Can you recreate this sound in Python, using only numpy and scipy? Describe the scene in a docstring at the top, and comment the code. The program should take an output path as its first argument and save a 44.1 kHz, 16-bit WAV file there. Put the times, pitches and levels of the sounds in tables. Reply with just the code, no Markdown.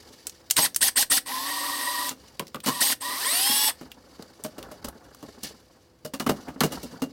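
"""A cordless drill drives screws in a workshop as a small router is assembled: four blips, a slow run, a short
squeeze that jumps into a blip, and a run that speeds up. Its motor turns drive whining tones, rattle and hiss.
Steel ticks are short noise cracks. A hex key ticks and scrapes in a screw, and a heavy spindle is
picked up and knocked into its clamp: noise and decaying modes ring the frame, and slow strokes rub and scrape.
Close walls answer over faint air and hum; the sound is mono."""
import sys
import numpy as np
from scipy import signal
from scipy.fft import rfft, irfft, next_fast_len
from scipy.io import wavfile
from scipy.ndimage import map_coordinates

SR = 44100
rng = np.random.default_rng(int(sys.argv[2]) if len(sys.argv) > 2 else 0)


def inscribe(sig):
    """Save sig as 16-bit PCM at rate SR to the path in sys.argv[1].

    A 1-D sig is mono; a 2-D sig holds one channel per row.
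    Samples are clipped to [-1, 1] before scaling.
    """
    pcm = np.round(np.clip(np.atleast_2d(sig).T, -1, 1) * 32767)
    wavfile.write(sys.argv[1], SR, pcm.astype(np.int16))


N = 313992
TOP_HZ = 16000  # band limit of the whole scene


def amp(db):
    """Decibels to gain."""
    return 10 ** (np.asarray(db) / 20)


def unit(x):
    """Scale to rms 1."""
    return x / np.sqrt(np.mean(x ** 2) + 1e-20)


def along(points, hz):
    """Read (Hz, value) points along a log frequency axis."""
    f, v = np.transpose(points)
    return np.interp(np.log(hz + 1), np.log(f + 1), v)


def curve(points):
    """Join (s, value) points into one value per sample."""
    s, value = np.transpose(points)
    return np.interp(np.arange(N) / SR, s, value)


def wobble(rate):
    """A smooth random curve with rate knots a second."""
    knots = rng.standard_normal(int(N * rate / SR) + 4)
    return map_coordinates(knots, [np.arange(N) * rate / SR])


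def ease(start_s, length_s):
    """A smooth step from 0 to 1."""
    u = np.clip((np.arange(N) / SR - start_s) / length_s, 0, 1)
    return u * u * (3 - 2 * u)


def coloured(x, spectrum, resonances=()):
    """Causal minimum-phase filter with the given spectrum, lifted at each resonance."""
    m = 2 * next_fast_len(len(x) // 2 + 2048)
    hz = np.fft.rfftfreq(m, 1 / SR)
    db = along(spectrum, hz)
    for centre_hz, width_hz, lift_db in resonances:
        db = db + lift_db / (1 + (2 * (hz - centre_hz) / width_hz) ** 2)
    # folding the cepstrum forward in time makes the filter causal
    cepstrum = irfft(np.log(amp(db)), m)
    cepstrum[1:m // 2] *= 2
    cepstrum[m // 2 + 1:] = 0
    return irfft(rfft(x, m) * np.exp(rfft(cepstrum)), m)[:len(x)]


def gritty(rate, depth_db):
    """Noise that comes in small clumps."""
    return rng.standard_normal(N) * amp(depth_db * wobble(rate))


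def add(track, s, sound):
    """Mix a sound into the track at s seconds."""
    part = track[max(round(s * SR), 0):][:len(sound)]
    part += sound[:len(part)]


TOOTH_ORDER = 3.943  # gear teeth met per motor turn
SPEED_JITTER = .8  # unsteadiness in turns per s, at and below the slow speed
SLOW_SPEED = 100  # turns per s at which pace is 1
SURGE_STRAIN_DB, BRAKE_STRAIN_DB = 6, 4.5  # lift of whine and hiss where a blip surges or brakes hardest
# resonances of the drill's housing: centre_hz [Hz], width_hz [Hz], lift_db [dB]
HOUSING = [(275.3, 59, 15.5), (568.7, 23, 6.5), (1029, 182, 12.5), (1892, 335, 13), (9100, 4100, 8.5)]


def drill():
    """One motor rotation drives whine, rattle, slap, hiss, squeal and chirp at the speed the trigger gives."""
    speed, level_db, hard, surge, brake = trigger()
    running = np.clip(speed / 30, 0, 1)
    pace = speed / SLOW_SPEED + 1e-6
    loose = 1 / np.maximum(pace, 1)  # slow gears run loosest
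    turns = np.cumsum(speed + SPEED_JITTER * loose * wobble(90)) / SR
    strain = amp(SURGE_STRAIN_DB * surge + BRAKE_STRAIN_DB * brake)
    steady = strain * (motor_whine(turns, speed, hard, pace, loose) + brush_hiss(turns, pace))
    gears = gear_rattle(turns, pace) + gear_lash(surge, brake) + gear_chirp(turns, surge, brake)
    return running * amp(level_db) * (gears + current_squeal(speed, hard, pace, loose) + steady)


# gentle squeezes, held longer: pressed_s [s], released_s [s], ease_in_s [s], level_db [dB]
GENTLE_SQUEEZES = [(1.245, 2.084, .04, 0), (2.629, 2.791, 0.02, -3), (2.996, 3.68, .035, -1.5)]
# the speed that the finger asks for in each of them: time_s [s], motor_speed [turns per s]
ASKED_SPEEDS = [
    [(1.275, 70), (1.32, 84.5), (1.5, 96.5), (2.06, 99)],
    [(2.648, 70.5), (2.72, 95.5), (2.795, 99.5)],
    [(3.025, 88), (3.05, 98), (3.16, 104.5), (3.2, 123.5), (3.27, 178.5), (3.35, 233), (3.45, 268),
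     (3.52, 279), (3.685, 290)],
]
# quick squeezes of the trigger: pressed_s [s], released_s [s], top_speed [turns per s], level_db [dB]
BLIPS = [(0.55, 0.641, 213, 1), (0.796, 0.865, 210, 1.5), (0.946, 1.008, 222, 2), (1.088, 1.159, 208, 2.5),
         (2.785, 2.906, 214, 1)]
TRIGGER_LAG_S, SPIN_UP_S, SPIN_UP_POWER = .007, .024, 1.5  # a blip's delay, time constant, steepness
BRAKE_S, COAST_DB = .052, -5.5  # time to stop; the level falls as the current is cut


def trigger():
    """Motor speed, level in dB, whether the squeeze is hard, and how hard a blip surges or brakes (0-1)."""
    t = np.arange(N) / SR
    speed, level_db, hard, surge, brake = np.zeros((5, N))
    squeezes = []
    for (pressed, released, ease_in, db), asked in zip(GENTLE_SQUEEZES, ASKED_SPEEDS):
        squeezes.append((ease(pressed, ease_in), released, curve(asked), db, 0))
    for pressed, released, top, db in BLIPS:
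        since = np.maximum(t - pressed - TRIGGER_LAG_S, 0)
        up = 1 - np.exp(-(since / SPIN_UP_S) ** SPIN_UP_POWER)
        squeezes.append((up, released, top, db, 1))
    for up, released, asked, db, sudden in squeezes:
        down = ease(released, BRAKE_S)
        own = asked * up * (1 - down)
        # where squeezes overlap, the faster one rules
        level_db = np.where(own > speed, db + COAST_DB * down, level_db)
        hard = np.where(own > speed, sudden, hard)
        speed = np.maximum(speed, own)
        # 6.75 brings each hump's peak to 1
        surge = surge + sudden * 6.75 * up ** 2 * (1 - up)
        brake = brake + sudden * 6.75 * down * (1 - down) ** 2
    return speed, level_db, hard, surge, brake


# rotor, commutator, fan and gear teeth: order [cycles per motor turn], level_db [dB before whine colour]
ORDERS = [(3, -10), (5.9, -13), (7.89, -17), (10, -10), (11.83, -7), (19.25, -8), (27.6, -17), (31.54, -20),
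          (39.4, -15), (48.3, -17), (86.7, -23)]
# gear teeth singing under a hard squeeze: order [cycles per motor turn], level_db [dB before whine colour]
LOADED_ORDERS = [(3.94, -14), (31.54, -10), (39.4, -20), (55.2, -17), (69, -19)]
# colour of the whine: frequency_hz [Hz], gain_db [dB]
WHINE_COLOUR = [(200, -18), (850, -1), (1200, -2), (1450, -8), (2300, -8), (2800, -3), (4500, 5),
                (7100, -3), (7950, 8), (8380, 13), (9100, 8), (10000, 4), (11200, 7)]
BUZZ_DB, WHINE_DB, WHINE_GROWS = -29, -35.5, 1.3  # gain per buzz overtone, whine gain, power of the pace


def motor_whine(turns, speed, hard, pace, loose):
    """Tones locked to the motor slide through the housing's fixed resonances."""
    buzz = np.zeros(N)
    # every overtone of the tooth rate buzzes
    for k in range(1, 22):
        order = k * TOOTH_ORDER
        buzz += np.sin(2 * np.pi * (order * turns + rng.random())) * (order * speed < TOP_HZ)
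    throb = 1 + np.cos(2 * np.pi * turns + wobble(20))  # once per motor turn
    loaded = mesh(turns, speed, LOADED_ORDERS, 1)
    free = mesh(turns, speed, ORDERS, np.sqrt(loose))
    tones = np.where(hard, loaded, free) + amp(BUZZ_DB) * buzz * throb
    return amp(WHINE_DB) * pace ** WHINE_GROWS * coloured(tones, WHINE_COLOUR, HOUSING)


def mesh(turns, speed, orders, looseness):
    """Motor-locked tones; loose teeth never meet twice alike, so each flutters in level and phase."""
    tones = np.zeros(N)
    for order, db in orders:
        level = amp(db + 4 * looseness * wobble(70))
        phase = 2 * np.pi * order * turns + .7 * looseness * wobble(170)
        tones += level * np.sin(phase) * (order * speed < TOP_HZ)
    return tones


# colour of the rattle: frequency_hz [Hz], level_db [dB per Hz, relative]
RATTLE_COLOUR = [(60, -25), (200, -12.5), (400, -4.5), (1500, -4.5), (2400, -3.5), (9000, -34)]
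GEAR_DB, GEAR_GROWS = -39.5, 0.54  # level at the slow speed, power of the pace
GEAR_RATIO, SWELL_DB, SWELL_AT_S = 16, 2, 1.82  # motor turns per chuck turn; depth and time of one swell


def gear_rattle(turns, pace):
    """Clumpy gear noise in the housing swells once per turn of the chuck."""
    chuck = np.cos(2 * np.pi * (turns - turns[round(SWELL_AT_S * SR)]) / GEAR_RATIO)
    noise = unit(coloured(gritty(500, depth_db=4.0), RATTLE_COLOUR, HOUSING))
    return amp(GEAR_DB + SWELL_DB * chuck) * pace ** GEAR_GROWS * noise


# colour of the slap: frequency_hz [Hz], level_db [dB per Hz, relative]
LASH_COLOUR = [(200, -8), (1400, -27.5), (1800, -5.5), (4500, -3.5), (12000, -8.5)]
SURGE_LASH_DB, BRAKE_LASH_DB = -24, -25.5


def gear_lash(surge, brake):
    """The gear teeth slap as a blip speeds up or brakes: noise bursts in the housing."""
    noise = unit(coloured(gritty(700, depth_db=2.0), LASH_COLOUR, HOUSING))
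    return (amp(SURGE_LASH_DB) * surge ** 2 + amp(BRAKE_LASH_DB) * brake ** 2) * noise


# colour of the brush hiss: frequency_hz [Hz], level_db [dB per Hz, relative]
BRUSH_COLOUR = [(1200, -38.5), (2400, -8.5), (2900, 1.5), (4800, 5), (7000, -5.5), (8600, -2.5), (12000, 2),
                (16000, -8.5)]
HISS_DB, HISS_GROWS = -33, 1.0  # level at the slow speed before strain, power of the pace


def brush_hiss(turns, pace):
    """Sparking brushes hiss, pulsing at the tooth rate and growing with speed."""
    sparks = gritty(1100, depth_db=0.5) * (1 + np.cos(2 * np.pi * TOOTH_ORDER * turns) / 2)
    return amp(HISS_DB) * pace ** HISS_GROWS * unit(coloured(sparks, BRUSH_COLOUR))


def current_squeal(speed, hard, pace, loose):
    """The chopped motor current squeals in a narrow noise band while the motor picks up from rest."""
    pull = np.clip(np.gradient(speed) * SR / 5000, 0, 1)
    fade = 1 - np.clip(speed / 200, 0, 1)
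    noise = unit(coloured(rng.standard_normal(N), [(7000, -27.5), (8500, 0), (10800, -34)]))
    return amp(-17.5) * pull * loose * pace * np.where(hard, 1, .5) * fade * noise


def gear_chirp(turns, surge, brake):
    """The third harmonic of the teeth chirps at the height of each blip's surge and stop."""
    tone = np.sin(2 * np.pi * 3 * TOOTH_ORDER * turns + wobble(300))
    return amp(-25) * (surge ** 10 + brake ** 10) * tone


# steel ticks, mostly tool tips touching screws, plus the drill's spindle lock clicking as it stops at 2.09 s:
# start_s [s], peak_db [dB], centre_hz [Hz]
TICKS = [(.269, -15.5, 8200), (0.2959, -25.5, 6000), (0.501, -16, 5170), (0.5095, -3, 8100),
         (0.567, -6.5, 4070), (.746, -19.5, 5830), (0.7617, -7, 9300), (0.815, -11, 3830),
         (2.092, -13.5, 7000), (2.3953, -14.5, 3030), (2.469, -35, 5130), (2.48, -34, 5160),
         (2.545, -25, 2970), (2.558, -28.5, 3000), (2.603, -30.5, 3440), (3.917, -28.5, 2800),
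         (4.224, -33, 4500), (4.4383, -17, 9680), (4.628, -26, 3170), (4.885, -27.5, 11000),
         (5.147, -33.5, 1280), (6.198, -21, 4240), (6.6061, -7, 3920)]


def ticks():
    """Steel on steel: a sharp crack that rings briefly around each touch's own pitch."""
    out, t = np.zeros(N), np.arange(SR // 8) / SR
    for s, db, hz in TICKS:
        decay = amp(-60 * t / 0.017) + amp(-7.5 - 60 * t / 0.052)  # crack, then a weaker tail
        crack = rng.standard_normal(len(t)) * decay
        colour = [(300, -22), (hz / 2, -7), (hz, 0), (2 * hz, -9)]
        y = coloured(crack, colour, [(hz, hz / 4, 4)])
        add(out, s, amp(db) * y / np.abs(y).max())
    return out


# heavier contacts that shake the frame: start_s [s], thud_db, ring_db, clatter_db [dB before layer trims],
# spot_hz [Hz], the frame's strongest answer at that spot
KNOCKS = [(0.584, -29, -18.5, -45, 990), (2.108, -39, -36.5, -37, 258), (2.395, -32.5, -27.5, -42, 1004),
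          (2.544, -34.5, -29, -51, 1172), (2.66, -27, -25.5, -21.5, 260), (2.68, -25, -20, -21.5, 1030),
          (3.495, -32.5, -43, -42, 240), (3.81, -38.5, -42, -49, 257), (4.192, -38, -44, -63, 450),
          (4.443, -31.5, -32, -34, 617), (4.58, -37, -39, -41.5, 345), (4.713, -42, -40, -44, 610),
          (4.843, -33.5, -35, -33, 243), (5.226, -37, -43, -47.5, 290), (5.431, -38, -45, -29, 300),
          (6.048, -33, -36.5, -35, 605), (6.135, -31, -31.5, -32.5, 281), (6.198, -29.5, -26, -30.5, 240),
          (6.263, -20.5, -20, -30.5, 220), (6.29, -18.5, -19.5, -25, 207), (6.48, -34, -34, -49, 310),
          (6.559, -36.5, -45, -76, 280), (6.607, -20.5, -17, -26, 199), (6.634, -19.5, -21.5, -23, 162),
          (6.719, -39, -34.5, -32, 303), (6.743, -33.5, -42, -52, 267), (6.829, -34, -48, -36.5, 243),
          (6.922, -40.5, -56, -53, 261), (7.019, -21.5, -30, -32.5, 270)]
# modes of the frame before each blow's spread: pitch_hz [Hz], level_db [dB before colour], t60_s [s]
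FRAME_MODES = [(150, -10, 0.19), (234, -3, 0.02), (263, -5, 0.067), (459.6, -6, 0.096), (579, -4.5, 0.1),
               (850, -18, 0.059), (2110, -8.5, 0.084), (2880, -6, 0.11), ]
# colours of a contact's thud, ring and clatter, each: frequency_hz [Hz], level_db [dB per Hz, relative]
THUD_COLOUR = [(30, -20), (120, -10.5), (220, 2), (600, -7), (2000, -65.5)]
RING_COLOUR = [(300, -21.5), (750, 3.5), (1200, 6), (3000, -11.5), (5000, -38)]
CLATTER_COLOUR = [(1500, -34.5), (3000, -0.5), (4500, 4.5), (8500, 0), (16000, -3.5)]
SPOT_LIFT_DB = 9.5  # how much a knock favours the resonance of the spot it strikes


def knocks():
    """Each blow rings the frame's modes at new strengths while loose parts chatter briefly."""
    out, t = np.zeros(N), np.arange(SR // 3) / SR
    rise = 1 - np.exp(-t / 0.0016)
    for s, thud_db, ring_db, clatter_db, spot_hz in KNOCKS:
        spot = [(spot_hz, spot_hz / 7, SPOT_LIFT_DB)]
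        modes = np.zeros(len(t))
        for hz, db, t60 in FRAME_MODES:
            level = amp(db + rng.normal(0, 2.56) - 60 * t / t60)
            pitch = hz * (1 + rng.normal(0, 0.029))
            modes += level * np.sin(2 * np.pi * pitch * t + rng.uniform(0, 2 * np.pi))
        chatter = rng.standard_normal(len(t)) * amp(2.58 * wobble(496.6)[:len(t)])
        thud = blow(rise * (modes + 4 * chatter * amp(-60 * t / 0.13)), THUD_COLOUR, spot)
        ring = blow(rise * (modes + 3.5 * chatter * amp(-60 * t / 0.1)), RING_COLOUR, spot)
        clatter = blow(rise * (modes + 1.3 * chatter * amp(-60 * t / 0.099)), CLATTER_COLOUR)
        low = amp(thud_db - 2.5) * thud + amp(ring_db - 7.5) * ring
        add(out, s, low + amp(clatter_db - 5.0) * clatter)
    return out


def blow(x, spectrum, resonances=()):
    """Colour a contact and give it rms 1 over its first 20 ms."""
    y = coloured(x, spectrum, resonances)
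    return y / np.sqrt(np.mean(y[:SR // 50] ** 2))


# hands, tools and parts sliding: peak_s [s], fade_s [s to fade by 20 dB], rub_db [dB], scrape_db [dB]
STROKES = [(0.07, 1.1, -52.5, -53.5), (2.22, 0.6, -53, -55.5), (3.79, 0.3, -52, -57),
           (4.15, 0.88, -49.5, -57), (4.65, 0.74, -45, -61), (4.885, 0.0146, -33.5, -44.5),
           (5.285, 1.1, -63, -56.5), (5.451, 0.0573, -38.5, -32), (6.37, 0.27, -42, -52.5),
           (6.75, 0.53, -41.5, -48)]
# colours of the low rub and the steel scrape, each: frequency_hz [Hz], level_db [dB per Hz, relative]
RUB_COLOUR = [(30, -24.5), (60, 8.5), (120, -4.5), (260, 6.5), (1400, -7), (3000, -36)]
SCRAPE_COLOUR = [(900, -42), (1800, -5), (4400, -0.5), (12000, -13.5), (16000, -18)]
RISE_SHARE = 0.36  # a stroke's rise time over its fade time


def handling():
    """Each stroke swells and fades; in it parts catch and bump the frame at changing spots, and steel scrapes."""
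    t = np.arange(N) / SR
    rub, scrape = np.zeros((2, N))
    for s, fade_s, rub_db, scrape_db in STROKES:
        shape = amp(-20 * np.maximum(t - s, (s - t) / RISE_SHARE) / fade_s)
        rub += amp(rub_db) * shape
        scrape += amp(scrape_db) * shape
    bumps = sum(ringing(gritty(80, depth_db=8), t60=.05) for spot in range(4))
    catches = sum(ringing(gritty(110, depth_db=4), t60=.025) for spot in range(2))
    return rub * unit(coloured(bumps, RUB_COLOUR)) + scrape * unit(coloured(catches, SCRAPE_COLOUR))


def ringing(x, t60):
    """A stiff part with many close modes that all fall by 60 dB within t60 seconds."""
    t = np.arange(SR // 10) / SR
    return signal.fftconvolve(x, rng.standard_normal(len(t)) * amp(-60 * t / t60))[:len(x)]


# decay of the room: frequency_hz [Hz], t60_s [s]
WALLS = [(100, 0.67), (1000, 0.15), (14000, 0.14)]


def walls(x):
    """The small room answers quickly with decaying noise; the bass lingers longest."""
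    hz, t, z = signal.stft(rng.standard_normal(SR // 2), SR, nperseg=256)
    decay = amp(-60 * t / along(WALLS, hz)[:, None])
    tail = signal.istft(z * decay, SR, nperseg=256)[1]
    delayed = np.pad(tail / np.linalg.norm(tail), (260, 0))  # 260 samples, about 6 ms
    return signal.fftconvolve(x, delayed)[:N]


# colour of the quiet workshop's rush: frequency_hz [Hz], level_db [dB per Hz, relative]
AIR_COLOUR = [(20, -30.5), (60, 1.5), (500, -10), (5000, -32.5), (16000, -37)]
# hum tones: pitch_hz [Hz], level_db [dB, around which it wavers]
HUM = [(335, -67.5), (501, -64)]


def workshop_air():
    """A faint rush of noise with a hum that wavers in level and phase."""
    t = np.arange(N) / SR
    hum = np.zeros(N)
    for hz, db in HUM:
        hum += amp(db + 1.3 * wobble(2.8)) * np.sin(2 * np.pi * hz * t + .5 * wobble(8.1))
    return hum + amp(-61.0) * unit(coloured(rng.standard_normal(N), AIR_COLOUR))


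def scene():
    """Drill, ticks and knocks sound in the room over handling and air, the same in both channels."""
    motor, steel, frame = drill(), ticks(), knocks()
    room = walls(amp(-16.0) * motor + amp(-16.5) * steel + amp(-19.0) * frame)
    mono = motor + steel + frame + room + handling() + workshop_air()
    return np.array([mono, mono])


def record(dry):
    """Keep nothing at or above the band limit."""
    m = next_fast_len(N + 8192)
    passband = np.fft.rfftfreq(m, 1 / SR) < TOP_HZ
    return irfft(rfft(dry, m) * passband, m)[:, :N]


dry = scene()
out = record(dry)
inscribe(out)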